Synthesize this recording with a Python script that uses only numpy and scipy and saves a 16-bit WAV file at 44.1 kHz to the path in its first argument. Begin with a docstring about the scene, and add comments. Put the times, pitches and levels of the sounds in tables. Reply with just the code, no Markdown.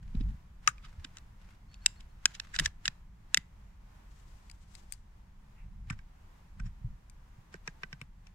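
"""Fitting a plastic gearbox outdoors

Hands press a printed gearbox onto the shaft of a hollow plastic machine: it snaps, creaks and knocks as
each contact excites damped modes. A folding knife is opened to the left, then its blade picks at the
housing. Sliding skin, steel and cloth make friction noise, and handling bumps the table under the
microphone. Behind it all lie a low rumble, the hush of the garden and one small bird."""
import sys
import numpy as np
from scipy import signal
from scipy.fft import rfft, irfft
from scipy.io import wavfile
from scipy.ndimage import uniform_filter1d, minimum_filter1d

SR = 44100
rng = np.random.default_rng(int(sys.argv[2]) if len(sys.argv) > 2 else 0)


def store_pcm(level_fs):
    """Save levels as 16-bit WAV."""
    pcm = np.round(np.clip(level_fs, -1, 1) * 32767).astype(np.int16)
    wavfile.write(sys.argv[1], SR, np.atleast_2d(pcm).T)


N = 367794
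TIME = np.arange(N) / SR


def from_db(db):
    """The decibel scale: 20 dB is a factor of ten in amplitude."""
    return 10 ** (np.asarray(db) / 20)


def rms_one(x):
    """Normalisation to unit mean power."""
    return x / np.sqrt(np.mean(x ** 2) + 1e-30)


def pan(left_db):
    """Constant-power panning: two gains, the left exceeding the right by left_db."""
    return rms_one(from_db([[left_db / 2], [-left_db / 2]]))


def add(out, start_s, sound):
    """Superposition: a sound adds to the mix from its start time on."""
    start = max(round(start_s * SR), 0)
    part = sound[..., :N - start]
    out[:, start:start + part.shape[-1]] += part


def ring(force, hz, t60):
    """A damped oscillator: its impulse response is a sine that falls 60 dB in t60 seconds."""
    radius, angle = from_db(-60 / (t60 * SR)), 2 * np.pi * hz / SR
    return signal.lfilter([0, np.sin(angle)], [1, -2 * radius * np.cos(angle), radius ** 2], force)


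def noise(spectrum, correlation):
    """Spectral shaping: coloured stereo noise of unit power, with partly correlated channels."""
    hz, db = np.transpose(spectrum)
    bins = np.maximum(np.fft.rfftfreq(N, 1 / SR), 1)
    bass_rolloff = np.minimum(bins / hz[0], 1) ** 2
    gain = from_db(np.interp(np.log(bins), np.log(hz), db)) * bass_rolloff
    mid, side = irfft(rfft(rng.standard_normal((2, N))) * gain, N)
    return rms_one(np.sqrt(1 + correlation) * mid + np.sqrt(1 - correlation) * side * [[1], [-1]])


def flicker(per_s, depth_db):
    """Random modulation: a factor that glides between per_s random values a second."""
    steps = rng.standard_normal(N // 20)
    return from_db(depth_db * np.interp(TIME * per_s, np.arange(len(steps)), steps))


def strokes(rows, attack_s, release_s):
    """Incoherent sources add in power: the envelope of movements that each swell, hold and decay."""
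    power = np.zeros(N)
    for start, length, db in rows:
        before = np.maximum(start - TIME, 0) / attack_s
        after = np.maximum(TIME - start - length, 0) / release_s
        power += (from_db(db) * np.exp(-np.minimum(before + after, 20))) ** 2
    return np.sqrt(power)


# The garden's spectrum. Each row: frequency in Hz, relative level in dB.
GARDEN_SPECTRUM = [(150, -6), (300, 0.5), (450, -4), (650, -3), (950, 1.5), (1300, -3.5), (1900, -5.5),
                   (2800, -11), (4200, -15.5), (7000, -17), (9500, -23), (15000, -19.5)]

def garden():
    """A diffuse field: a gently wavering hush, almost uncorrelated between left and right."""
    return from_db(-68.5) * flicker(5.8, depth_db=2.0) * noise(GARDEN_SPECTRUM, correlation=0.019)


# One rising note, repeated. Each row: start in seconds, length in seconds, top pitch in Hz, level in dB.
BIRD_NOTES = [(1.678, 0.091, 4430, -67.5), (1.81, .055, 4420, -69.5), (1.948, 0.051, 4320, -72),
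              (2.084, .045, 4250, -77), (2.24, .055, 4400, -75.5), (2.387, .045, 4400, -76)]

def bird():
    """Frequency modulation: thin notes slide up and level off; foliage makes their level flutter."""
    out = np.zeros((2, N))
    waver = flicker(300, depth_db=.025)
    for start, length, top_hz, db in BIRD_NOTES:
        progress = np.linspace(0, 1, int(length * SR))
        pitch = top_hz * (1 - .06 * (1 - progress) ** 4) * waver[int(start * SR):][:len(progress)]
        tone = np.sin(2 * np.pi * np.cumsum(pitch) / SR)
        add(out, start, from_db(db) * np.sin(np.pi * progress) * tone)
    return out * flicker(180, depth_db=4.0)


# The rumble's spectrum. Each row: frequency in Hz, relative level in dB.
RUMBLE_SPECTRUM = [(15, -4), (22, -1), (35, -2), (55, -5), (80, -13), (100, -13), (120, -16.5),
                   (165, -18.5), (200, -18.5), (232, -29), (330, -39.5), (600, -59), (1500, -86)]
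# Shoves of the machine. Each row: start in seconds, length in seconds, level in dB before muffling.
SHOVES = [(0.03, 0.14, -42.5), (0.17, 0.14, -31.5), (2.59, 0.064, -39), (5.64, 0.33, -45.5),
          (6.6, 0.067, -36.5), (6.82, 0.1, -42.5)]

def rumble():
    """Low-frequency noise: a slowly fading bed, and shoves that the padded table low-pass filters."""
    bed = from_db(-51.5 - 0.33 * TIME) * noise(RUMBLE_SPECTRUM, correlation=0.99)
    shoved = strokes(SHOVES, attack_s=0.023, release_s=0.031) * noise(RUMBLE_SPECTRUM, correlation=0.97)
    return bed + signal.sosfilt(signal.butter(2, 189, fs=SR, output="sos"), shoved)


def yard(sound):
    """Reverberation: hedge and walls scatter back a faint wash that lasts longer below the treble."""
    t = TIME[:SR // 2]
    delay_s, bright_t60, dull_t60 = 0.018, 0.24, .33
    bright, dull = rng.standard_normal((2, 2, len(t))) * (t > delay_s)
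    bright = from_db(-33) * rms_one(bright * from_db(-60 * t / bright_t60))
    dull = from_db(-31) * rms_one(dull * from_db(-60 * t / dull_t60))
    dull = signal.sosfilt(signal.butter(3, 1800, fs=SR, output="sos"), dull)
    tail = (bright + dull) / np.sqrt(len(t))
    return signal.fftconvolve(sound.mean(axis=0)[None], tail, axes=1)[:, :N]


# The spectrum of brushing cloth. Each row: frequency in Hz, relative level in dB.
CLOTH_SPECTRUM = [(500, -4), (2000, -2), (4000, -3), (6000, -3), (7700, -2), (10000, -12), (15000, -18)]
# Moves of the arm. Each row: start in seconds, length in seconds, level in dB.
BRUSHES = [(4.12, 0.55, -73), (4.75, 0.034, -63.5), (4.92, 0.025, -65)]

def clothing():
    """Friction noise: cloth hisses softly on the left as the knife is fetched."""
    envelope = strokes(BRUSHES, attack_s=0.039, release_s=0.039) * flicker(60, depth_db=3.5)
    return envelope * noise(CLOTH_SPECTRUM, correlation=0.093) * pan(left_db=7.0)


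def finger_slide(centre_s, width_s, db):
    """Band-limited friction noise: one soft swish as a finger settles on the housing."""
    swell = np.exp(-((TIME - centre_s) / width_s) ** 2)
    spectrum = [(1500, -12.5), (2200, -1.5), (2800, -3.5), (3400, -35)]
    return from_db(db) * swell * noise(spectrum, correlation=0.45)


# The spectrum of skin on plastic. Each row: frequency in Hz, relative level in dB.
SKIN_SPECTRUM = [(300, -15), (1000, -2), (1600, 1), (2200, -1.5), (3500, -7.5), (4400, -8.5), (7500, -13),
                 (9500, -20), (15000, -26)]
# Rubs over the housing. Each row: start in seconds, length in seconds, level in dB.
RUBS = [(0.03, 0.32, -74), (0.63, 0.085, -68), (0.83, 0.35, -72), (1.4, 0.15, -71), (1.7, 0.35, -75),
        (2.3, 0.21, -68), (2.595, 0.063, -49.5)]

def friction():
    """Stick-slip friction: rubs catch on the printed ridges; skin or blade slips around each contact."""
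    times, contact_db = np.transpose(GEARBOX_SNAPS + HOPPER_KNOCKS + BLADE_PICKS)[:2]
    slip_db = -56.5 + .3 * (contact_db - contact_db.max())
    slips = strokes(zip(times, np.zeros(len(times)), slip_db), attack_s=0.022, release_s=0.023)
    catches_per_s, catch_decay_s = 28, 0.004
    impulses = rng.random(N) < catches_per_s / SR
    catches = signal.lfilter([1], [1, -np.exp(-1 / (catch_decay_s * SR))], impulses + 1e-18)
    rubs = strokes(RUBS, attack_s=.01, release_s=0.015) * (1 + from_db(9) * catches)
    return np.hypot(rubs, slips) * flicker(260, depth_db=2.0) * noise(SKIN_SPECTRUM, correlation=0.27)


# The spectrum of steel on plastic. Each row: frequency in Hz, relative level in dB.
SCRATCH_SPECTRUM = [(800, 5), (2000, 5.5), (4300, -1.5), (6500, -2), (8300, -7), (10000, -29), (15000, -24)]
# Drags of the blade before it bites. Each row: start in seconds, length in seconds, level in dB.
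SCRATCHES = [(7.527, 0.031, -64.5), (7.66, 0.032, -64.5), (7.823, 0.017, -73), (7.915, 0.021, -77)]

def scratches():
    """Roughness noise: the steel edge drags over the printed ridges with a thin, grainy hiss."""
    envelope = strokes(SCRATCHES, attack_s=0.0035, release_s=0.011) * flicker(700, depth_db=4.0)
    return envelope * noise(SCRATCH_SPECTRUM, correlation=0.26)


# Bumps of the machine and the table. Each row: start in seconds, level in dB, frequency in Hz.
BUMPS = [(0.146, -23, 184), (0.171, -19, 42.9), (0.206, -24.5, 201), (0.229, -26.5, 49.7),
         (0.281, -32, 103), (0.674, -27.5, 860), (.676, -41, 374), (0.683, -35.5, 119), (0.979, -31, 79),
         (1.047, -40.5, 260), (1.862, -37, 798), (2.257, -42.5, 245), (2.596, -33, 596),
         (2.603, -21.5, 154.5), (2.618, -39.5, 330), (2.66, -34, 76.3), (2.88, -37, 132), (2.879, -43, 557),
         (3.376, -35.5, 164.2), (5.904, -25, 149.8), (5.924, -29, 105.1), (6.597, -33.5, 158.7),
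         (6.654, -27.5, 106.7), (6.842, -23.5, 115), (7.38, -38, 127.4), (7.544, -36.5, 380),
         (7.547, -38, 166), (7.678, -37, 445), (7.681, -36.5, 151.5), (7.835, -39, 426), (7.837, -40, 150),
         (7.929, -47, 450), (7.93, -35.5, 136), (8.015, -47, 480), (8.016, -35.5, 139)]

def bumps():
    """Damped vibration: a soft push swings the table for a few cycles, with a thud around that pitch."""
    out, t = np.zeros((2, N)), TIME[:SR // 4]
    t60_cycles, spread_hz = 9.0, 230  # above spread_hz the thud differs between left and right
    for start, db, hz in BUMPS:
        band = signal.butter(2, [hz / 2, hz * 1.5], "band", fs=SR, output="sos")
        white = rng.standard_normal(len(t)) + hz / spread_hz * rng.standard_normal((2, len(t)))
        thud = rms_one(signal.sosfilt(band, signal.sosfilt(band, white)))
        swing = np.sin(2 * np.pi * hz * t) + 0.42 * thud
        push = 1 - np.exp(-(t * hz / 0.62) ** 2)
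        decay = from_db(-60 * t * hz / t60_cycles)
        add(out, start, from_db(db) * push * decay * swing)
    return out


def contacts(events, modes, wall_left_db, grit, skid_db, skid_s, low_cut_hz):
    """Modal synthesis: a snap amid tiny slips rings the part's modes and a wall tuned by the grip."""
    out, lead_s = np.zeros((2, N)), .05
    t = np.arange(-round(lead_s * SR), round(2 * lead_s * SR)) / SR
    # small parts radiate bass poorly
    radiation = signal.butter(3, low_cut_hz, "high", fs=SR, output="sos")
    # body lies under 2 kHz, edge at 6-8 kHz, crack over 9 kHz
    colour_log_hz = np.log([2050, 2450, 5200, 6000, 8300, 9300])
    # after biting, the surfaces skid on a little
    skid = from_db(skid_db) * (t > 0) * np.exp(-np.abs(t) / skid_s)
    for time, db, slide_s, wall_hz, wall_t60, body_db, edge_db, crack_db in events:
        hz, mode_db, t60, left_db = np.transpose([(wall_hz, 0, wall_t60, wall_left_db), *modes])
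        colour = np.interp(np.log(hz), colour_log_hz, [body_db, 0, 0, edge_db, edge_db, crack_db])
        colour[0] = body_db
        # each spot on the part favours the modes a little differently
        gains = from_db(mode_db + colour + rng.standard_normal(len(hz)))
        pitches = hz * (1 + .02 * rng.standard_normal(len(hz)))
        pitches[0] = wall_hz
        # the microphone's two ports hear partly different slips
        shared = rng.standard_normal((len(hz), 1, len(t)))
        slips = shared + 1.6 * rng.standard_normal((len(hz), 2, len(t)))
        sliding = grit * np.exp(-np.abs(t) / max(slide_s, 1 / SR)) + skid
        force = (t == 0) + slips * rng.exponential(1, len(t)) * sliding
        sound = sum((-1) ** k * gains[k] * pan(left_db[k]) * rms_one(ring(force[k], pitches[k], t60[k]))
                    for k in range(len(hz)))
        sound = rms_one(signal.sosfilt(radiation, sound))
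        # the level counts the whole energy as if it fell within 10 ms
        add(out, time - lead_s, from_db(db) * sound * np.sqrt(.01 / (3 * lead_s)))
    return out


# The knife's modes. Each row: frequency in Hz, energy in dB relative to the wall's ring,
# 60 dB decay time in seconds, left minus right level in dB.
KNIFE_MODES = [(2710, -8, 0.016, 18), (3340, -21, 0.024, 16), (4840, 6.5, 0.0077, 11),
               (6260, -11, 0.013, 25.6), (7100, 5, 0.0026, 28), (8500, 10, 0.0022, 10),
               (9500, -22, 0.0047, 5.1), (13520, -21.5, 0.0066, 7)]
# Clicks of the knife. Each row: time in seconds, level in dB, sliding time in seconds, wall frequency
# in Hz, wall 60 dB decay time in seconds, then the emphasis of body, edge and crack, each in dB.
KNIFE_CLICKS = [(4.4986, -53.5, 0.00099, 2180, .004, 11, -3, -10),
                (4.514, -54, 0.00083, 1590, 0.0032, 1, -7, -11),
                (4.7523, -50.5, 0.00039, 2078, .004, 0, -5, -12),
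                (4.9232, -38, 0.00025, 2480, .004, -4, 2, 27), (4.936, -52, 0.0052, 1900, .004, -5, -1, -6),
                (7.0982, -59, 0.00037, 2460, 0.005, 9, 12, -23)]

def knife():
    """Impact excitation: the knife unfolds on the left with clicks that ring high, short-lived modes."""
    return contacts(KNIFE_CLICKS, KNIFE_MODES, wall_left_db=11, grit=0.32,
                    skid_db=-19.5, skid_s=0.003, low_cut_hz=1580)


# The gripped housing's modes and the picks at it, with columns as in KNIFE_MODES and KNIFE_CLICKS.
HOUSING_MODES = [(1206, 0, 0.0067, 23), (1565, -1.5, 0.042, -10), (1852, -6, 0.035, -13),
                 (2340, 4, 0.0084, 22), (2620, -4, 0.018, 10), (3070, -6, 0.015, -10), (3730, -7, 0.015, 0),
                 (5190, -11, 0.0073, 1), (5510, 2.5, 0.0068, -1), (7450, -2, 0.007, 13),
                 (8870, -10.5, 0.0084, 1), (13900, -31, .008, -16)]
BLADE_PICKS = [(5.9006, -38, 0.00071, 2300, 0.014, 5, -15, 16.5),
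               (5.905, -40, 0.0019, 1330, 0.042, 21.5, 21, 5), (5.927, -51.5, 0.01, 1530, .015, 8, -4, 10),
               (5.99, -56.5, .0004, 2260, 0.037, 12, -3, -5),
               (6.6, -47.5, 0.0021, 1550, 0.016, 17.5, 9.5, -4.5),
               (6.664, -56.5, 0.011, 1790, .015, 2, 2, 0), (7.5414, -45, 0.0005, 1640, .008, 17, 5, 10),
               (7.6766, -36.5, .0009, 1950, .011, 4.5, -3.5, -29),
               (7.8339, -36.5, .0006, 1964, 0.022, 3.5, -24, -36),
               (7.929, -43, .0007, 2150, .01, 1, -14, -25),
               (8.0147, -44, 0.00033, 2370, 0.01, -1.5, -20, 19),
               (8.27, -58.5, 0.0013, 2450, .012, -14, -4.5, -1)]

def blade():
    """Contact compliance: the plastic yields to the picking blade, which dulls the top of each crack."""
    picks = contacts(BLADE_PICKS, HOUSING_MODES, wall_left_db=-19, grit=0.21,
                     skid_db=-22.5, skid_s=0.0031, low_cut_hz=1070)
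    return signal.sosfilt(signal.butter(2, 10000, fs=SR, output="sos"), picks)


# The hollow hopper's modes and the knocks on it, with columns as in KNIFE_MODES and KNIFE_CLICKS.
HOPPER_MODES = [(1500, -5.5, .014, 0), (1740, -14.5, .009, 0), (2130, -13.5, .008, 4),
                (2520, -6.5, 0.015, 11.5), (2787, -15.5, .0089, 8), (3327, -20, .012, 10),
                (3760, -18.5, .02, 6.5), (5080, -15, .0092, 13.5), (5970, -12.5, .016, 12),
                (6830, -8.5, 0.0079, 14), (8060, -10.5, .0093, 8.5), (9600, -27, 0.01, -5),
                (13500, -30, 0.015, 2.5)]
HOPPER_KNOCKS = [(0.6756, -16.5, .00052, 1242, .025, 0, .7, 1),
                 (0.687, -37.5, .0015, 1276, .033, -1.2, 1.1, -3.5)]

def hopper():
    """Radiation cutoff: the machine's thin wall, when knocked, emits little below its lowest mode."""
    knocks = contacts(HOPPER_KNOCKS, HOPPER_MODES, wall_left_db=2.0, grit=0.06,
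                      skid_db=-43.5, skid_s=0.0092, low_cut_hz=390)
    return signal.sosfilt(signal.ellip(5, .5, 24, 1160, "high", fs=SR, output="sos"), knocks)


# The gearbox's modes and its snaps, with columns as in KNIFE_MODES and KNIFE_CLICKS.
GEARBOX_MODES = [(1407.5, -11.5, 0.0065, -3.5), (1950, -12, 0.013, 2.5), (2610, -6, 0.016, -2.5),
                 (2912, -2.5, .007, -2), (3420, -4.5, .007, -3), (3800, -3, 0.0097, -7),
                 (4960, -4, 0.011, 2), (5632, -3, .008, 4.5), (6200, -8.5, 0.0044, 10), (7050, 0, .007, 10),
                 (7920, -7, 0.017, 13), (8970, -10, .006, 0), (10900, -26, .005, -3),
                 (13400, -27.5, .009, -4)]
GEARBOX_SNAPS = [(.152, -59, .003, 2520, 0.007, 2, -27, -7), (.21, -56, 0.0044, 1800, .008, -4, -28, -13),
                 (.7816, -59, 0.00044, 2470, 0.012, 10, -12, -6.5),
                 (0.851, -50.5, 0.011, 1290, .016, 6.5, -12, -6),
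                 (1.0475, -41.5, 0.0019, 1540, 0.011, -0.5, -9, -8),
                 (1.1702, -48.5, 0.000094, 1550, .01, 1, 1, -24),
                 (1.184, -55, 0.00068, 1840, .01, -7, -2, -21),
                 (1.7425, -56, 0.00019, 1770, .008, -15, -7, -7.5),
                 (1.8614, -14, 0.00052, 2150, .006, -8, 5, -0.5),
                 (2.007, -56.5, 0.002, 2540, 0.009, -3, -3, 0),
                 (2.2563, -18, 0.00032, 1654, 0.013, 2, -0.5, -6.5),
                 (2.3505, -45.5, 0.0064, 1780, 0.011, -9, -6, -5),
                 (2.3994, -35.5, 0.00065, 1670, 0.0069, -3.5, -9, -12),
                 (2.5424, -40, 0.0027, 1590, 0.025, 26, 5, -17),
                 (2.553, -39.5, 0.0087, 1700, .01, 6, 0.5, -12),
                 (2.563, -36, 0.0011, 1470, .008, 2.5, -5, -20),
                 (2.5895, -26.5, 0.00092, 1630, 0.0091, -0.5, -8, -14),
                 (2.5973, -24.5, 0.002, 1800, 0.0065, 4.5, 0.5, 8.5),
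                 (2.65, -39.5, 0.0077, 1800, 0.013, -2, 1, -2),
                 (2.6594, -25, 0.00167, 1740, 0.022, 6.5, 1, -16),
                 (2.8558, -30.5, 0.00056, 1560, 0.013, 1, -7, 2),
                 (2.86, -38.5, 0.0042, 1880, .008, 5, -1.5, 0),
                 (2.8791, -26.5, 0.00025, 1780, 0.014, -1.5, -6, -24),
                 (3.3447, -19.5, 0.00019, 1853, 0.0078, -3, -2, 1),
                 (3.3727, -24, 0.00013, 2010, .016, 3, 1, 7.5)]

def gearbox():
    """Stick-slip excitation: pressed onto the shaft, the gearbox moves in snaps that ring its modes."""
    return contacts(GEARBOX_SNAPS, GEARBOX_MODES, wall_left_db=-5.5, grit=0.073,
                    skid_db=-45.0, skid_s=0.003, low_cut_hz=1500)


def scene():
    """Superposition: close contacts and their reverberation add to handling noise and the background."""
    left, right = gearbox() + hopper() + blade() + knife()
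    right_lag_s = .00007  # the work is nearer the microphone's left port
    clicks = np.stack([left, np.roll(right, round(right_lag_s * SR))])
    swish = finger_slide(centre_s=5.6, width_s=0.039, db=-68)
    handling = friction() + scratches() + swish + clothing() + bumps()
    return clicks + yard(clicks) + handling + rumble() + garden() + bird()


def record(dry):
    """Band and peak limiting: the microphone softens the treble, a limiter holds peaks, the top is cut."""
    softened = signal.sosfilt(signal.butter(2, 13000, fs=SR, output="sos"), dry)
    ceiling, window = .9, 89  # the window spans 2 ms
    allowed = ceiling / np.maximum(np.abs(softened).max(axis=0), ceiling)
    gain = uniform_filter1d(minimum_filter1d(allowed, size=window), size=window)
    return signal.sosfilt(signal.ellip(10, .1, 90, 15800, fs=SR, output="sos"), softened * gain)


dry = scene()
out = record(dry)
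store_pcm(out)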